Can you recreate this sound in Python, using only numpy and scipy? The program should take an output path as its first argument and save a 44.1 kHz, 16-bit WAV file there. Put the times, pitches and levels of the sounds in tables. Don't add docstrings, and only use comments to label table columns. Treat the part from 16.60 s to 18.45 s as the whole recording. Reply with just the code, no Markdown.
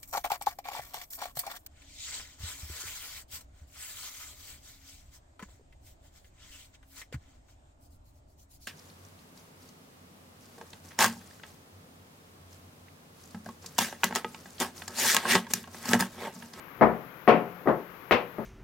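import sys
import numpy as np
from scipy import signal
from scipy.fft import rfft, irfft, next_fast_len
from scipy.io import wavfile

SR = 44100
rng = np.random.default_rng(int(sys.argv[2]) if len(sys.argv) > 2 else 0)


def dump_mix(stems):
    frames = np.atleast_2d(stems).T
    limited = np.clip(frames, -1, 1)
    pcm = np.round(limited * 32767).astype(np.int16)
    wavfile.write(sys.argv[1], SR, pcm)


N = 81585
T = np.arange(N) / SR
SIZE = next_fast_len(2 * N)
HZ = np.maximum(np.arange(SIZE // 2 + 1) * SR / SIZE, 1)


def from_db(db):
    return 10 ** (np.asarray(db) / 20)


def fade(fade_s, db=0):
    return from_db(db - 60 * T / fade_s)


def at_hz(table):
    points, *columns = np.transpose(table)
    return np.array([np.interp(np.log(HZ), np.log(points), column) for column in columns])


def colour(sound, db):
    cepstrum = irfft(np.log(from_db(db)), SIZE)
    fold = 1 + np.sign(SIZE / 2 - np.arange(SIZE))
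    fold[0] = 1
    return irfft(rfft(sound, SIZE) * np.exp(rfft(cepstrum * fold)), SIZE)[..., :N]


def stereo_noise(likeness):
    mid, side = rfft(rng.standard_normal((2, SIZE)))
    shared = np.sqrt((1 + likeness) / 2) * mid
    opposite = np.sqrt((1 - likeness) / 2) * side * [[1], [-1]]
    return irfft(shared + opposite, SIZE)[:, :N]


# f/Hz, left level/dB, right level/dB
HISS_TONE = [(25, -39.5, -42.5), (59.6, -42, -50.5), (140, -30.5, -39), (300, -34, -43.5),
             (460, -33.5, -42), (680, -38.5, -46), (1157, -32, -43), (2220, -39, -54.5), (4240, -55, -65.5),
             (6700, -60, -74), (8500, -73, -76.5), (10170, -62, -75.5), (12200, -45, -65.5),
             (15500, -55, -63)]
# f/Hz, likeness/0-1
HISS_LIKENESS = [(150, 1), (500, 0.8), (1200, 0), (5000, .05)]
def hiss():
    return colour(stereo_noise(at_hz(HISS_LIKENESS)[0]), at_hz(HISS_TONE))


# f/Hz, fade time/s
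ROOM_FADES = [(70, 0.26), (180, 0.44), (500, 0.39), (1200, 0.33), (2800, .31), (6000, 0.23), (13000, 0.16)]
# f/Hz, likeness of the room's sound/0-1, left minus right level/dB
STEREO = [(105, 0.78, 6), (278, 1, 9), (580, 0.78, 5.5), (1090, 0.22, 6), (2200, 0.23, 6.5),
          (4500, 0.51, 8), (8000, 0.35, 18.5), (14000, .5, 14)]
def room_tail(build_s, level_db=4):
    noise = rfft(stereo_noise(at_hz(STEREO)[0]), SIZE)
    centres_hz, fades_s = np.transpose(ROOM_FADES)
    tail = 0
    for share, fade_s in zip(np.eye(len(centres_hz)), fades_s):
        band = irfft(noise * np.interp(np.log(HZ), np.log(centres_hz), share), SIZE)[:, :N]
        tail = tail + band * fade(fade_s)
    tail *= 1 - np.exp(-(T / build_s) ** 2)
    return from_db(level_db) * tail / np.sqrt(np.sum(tail ** 2) / 2)


# delay/s, level/dB
ECHOES = [(.0026, -9), (.0072, -15), (0.0135, -20), (.0195, -17.5), (.032, -19)]
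def room_click(direct_db, echo_db, build_s, scatter_s=0.0005):
    sound = room_tail(build_s)
    sound[:, 0] += from_db(direct_db)
    for delay_s, db in ECHOES:
        arrival = int(abs(delay_s + scatter_s * rng.normal()) * SR)
        sound[:, arrival] += from_db(db + echo_db)
    return sound


def floor_boom(hz=67.4, rise_s=0.092):
    swell = 1 - np.exp(-T / rise_s)
    return swell * fade(0.28, db=-22) * np.sin(2 * np.pi * hz * T)


# f/Hz, level/dB, fade time/s
BOARD_NOTES = [(177, -10.5, 0.86), (222.4, 6, .35), (318, -1.5, 0.3), (400, -10, 0.25), (479.9, -1.5, 0.39),
               (512, -0.5, 0.4), (546, 4.5, .3), (592, 0, 0.24), (649.2, 5, 0.26), (721, 4, 0.38),
               (861, -1, 0.34), (892, -6, 0.25), (1034, -7, 0.2), (1084, -0.5, 0.27), (1158, -12.5, 0.44),
               (1300, -4.5, 0.4), (1640, -11.5, 0.19), (1934, -15.5, 0.26)]
def board_ring(level_db=-23.5, spread_db=4.5, rise_s=0.0042):
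    ring = 0
    for k, (hz, db, fade_s) in enumerate(BOARD_NOTES):
        strength = fade(fade_s, level_db + db + spread_db * rng.normal())
        phase = 0.39 * rng.normal(size=(2, 1))
        ring = ring + (-1) ** k * strength * np.sin(2 * np.pi * hz * T + phase)
    return ring * (1 - np.exp(-(T / rise_s) ** 2))


# f/Hz, level/dB, fade time/s
CRACK_NOTES = [(362.3, -37.5, 0.027), (691, -37, 0.0083), (1252, -36, 0.033), (1898, -32, 0.021)]
def crack():
    return sum(fade(fade_s, db) * np.cos(2 * np.pi * hz * T) for hz, db, fade_s in CRACK_NOTES)


# f/Hz, level/dB
PLATE_TONE = [(300, -16.5), (1500, -28), (2700, -16.5), (4000, -26), (5500, -32.5), (8300, -50),
              (12000, -44), (16000, -46.5)]
def metal_plate(tick_above_hz=11400, clap_delay_s=0.01, tone_boost_db=26.5):
    tick = rng.standard_normal((2, N)) * fade(0.09, db=-32.5)
    tick = signal.sosfilt(signal.butter(4, tick_above_hz, "high", fs=SR, output="sos"), tick)
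    clap = rng.standard_normal((2, N)) * (T > clap_delay_s) * fade(0.038)
    clap = from_db(-0.5) * clap / np.sqrt(np.sum(clap ** 2) / 2)
    click = room_click(direct_db=-15.5, echo_db=3, build_s=0.012)
    return tick + colour(clap + click, tone_boost_db + at_hz(PLATE_TONE)[0])


# f/Hz, level/dB
KNOCK_TONE = [(40, -13), (90, -23.5), (135, -3), (200, -5.5), (400, 2), (750, -2.5), (1100, -4),
              (1600, -11), (2400, -12), (5000, -27.5)]
def knock(tilt_db, cutoff_hz, crack_db, tone_boost_db=27):
    octaves = np.log2(np.maximum(HZ, 130) / 500)
    treble_loss_db = 10 * np.log10(1 + np.minimum(HZ / cutoff_hz, 2) ** 16)
    blow = room_click(direct_db=-10, echo_db=0.5, build_s=0.0083) + from_db(crack_db) * crack()
    return colour(blow, tone_boost_db + at_hz(KNOCK_TONE)[0] + tilt_db * octaves - treble_loss_db)


def step(tilt_db, cutoff_hz, plate_db, boom_db, crack_db, ring_db, length, usual_fade_s=0.35):
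    sound = -knock(tilt_db, cutoff_hz, crack_db)
    sound += from_db(plate_db) * metal_plate()
    sound += from_db(ring_db) * board_ring()
    sound += from_db(boom_db) * floor_boom()
    damping_db = 60 * np.minimum(T / usual_fade_s, 1) * (1 / length - 1)
    return sound * from_db(-damping_db)


# t/s, level/dB, treble tilt/dB per octave,
# cut-off f/Hz, plate level/dB, boom level/dB, crack level/dB, ring level/dB, length/factor
STEPS = [(0.1850, -39.5, -15, 593, -39, -34, -6, -2, 1.6),
         (0.211, -1, 0.5, 2100, -13.5, 3, -9.5, 0.5, 0.96),
         (0.306, -26.5, -5, 600, -39, -3, -10.5, 4, 0.48),
         (0.6768, -0.5, 0.5, 2800, -4.5, -27, -2.5, 2, 1.035),
         (0.9950, -38, 2.5, 900, -24, -30, -9, -1.5, 3), (1.0575, -19.5, -6.5, 1710, -27, -15, 1, 2.5, .9),
         (1.0736, -4.5, -1, 1954, -15.5, -15, 2, -3.5, 0.86),
         (1.5102, -5, 2.5, 2900, 6, -25, 3.5, -4.5, 0.87), (1.784, -19, -5, 2290, -14, -17, 5, 2, 0.75)]
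def scene():
    steps = np.zeros((2, N))
    for start_s, db, *touch in STEPS:
        start = int(start_s * SR)
        steps[:, start:] += from_db(db) * step(*touch)[:, :N - start]
    steps[1] = colour(steps[1], -at_hz(STEREO)[1])
    return steps + hiss()


def record(dry, low_cut_hz=40, high_cut_hz=16800):
    lean = signal.sosfilt(signal.butter(2, low_cut_hz, "high", fs=SR, output="sos"), dry)
    rounded = lean / (1 + lean ** 10) ** (1 / 10)
    return signal.sosfilt(signal.cheby2(16, 60, high_cut_hz, fs=SR, output="sos"), rounded)


dry = scene()
out = record(dry)
dump_mix(out)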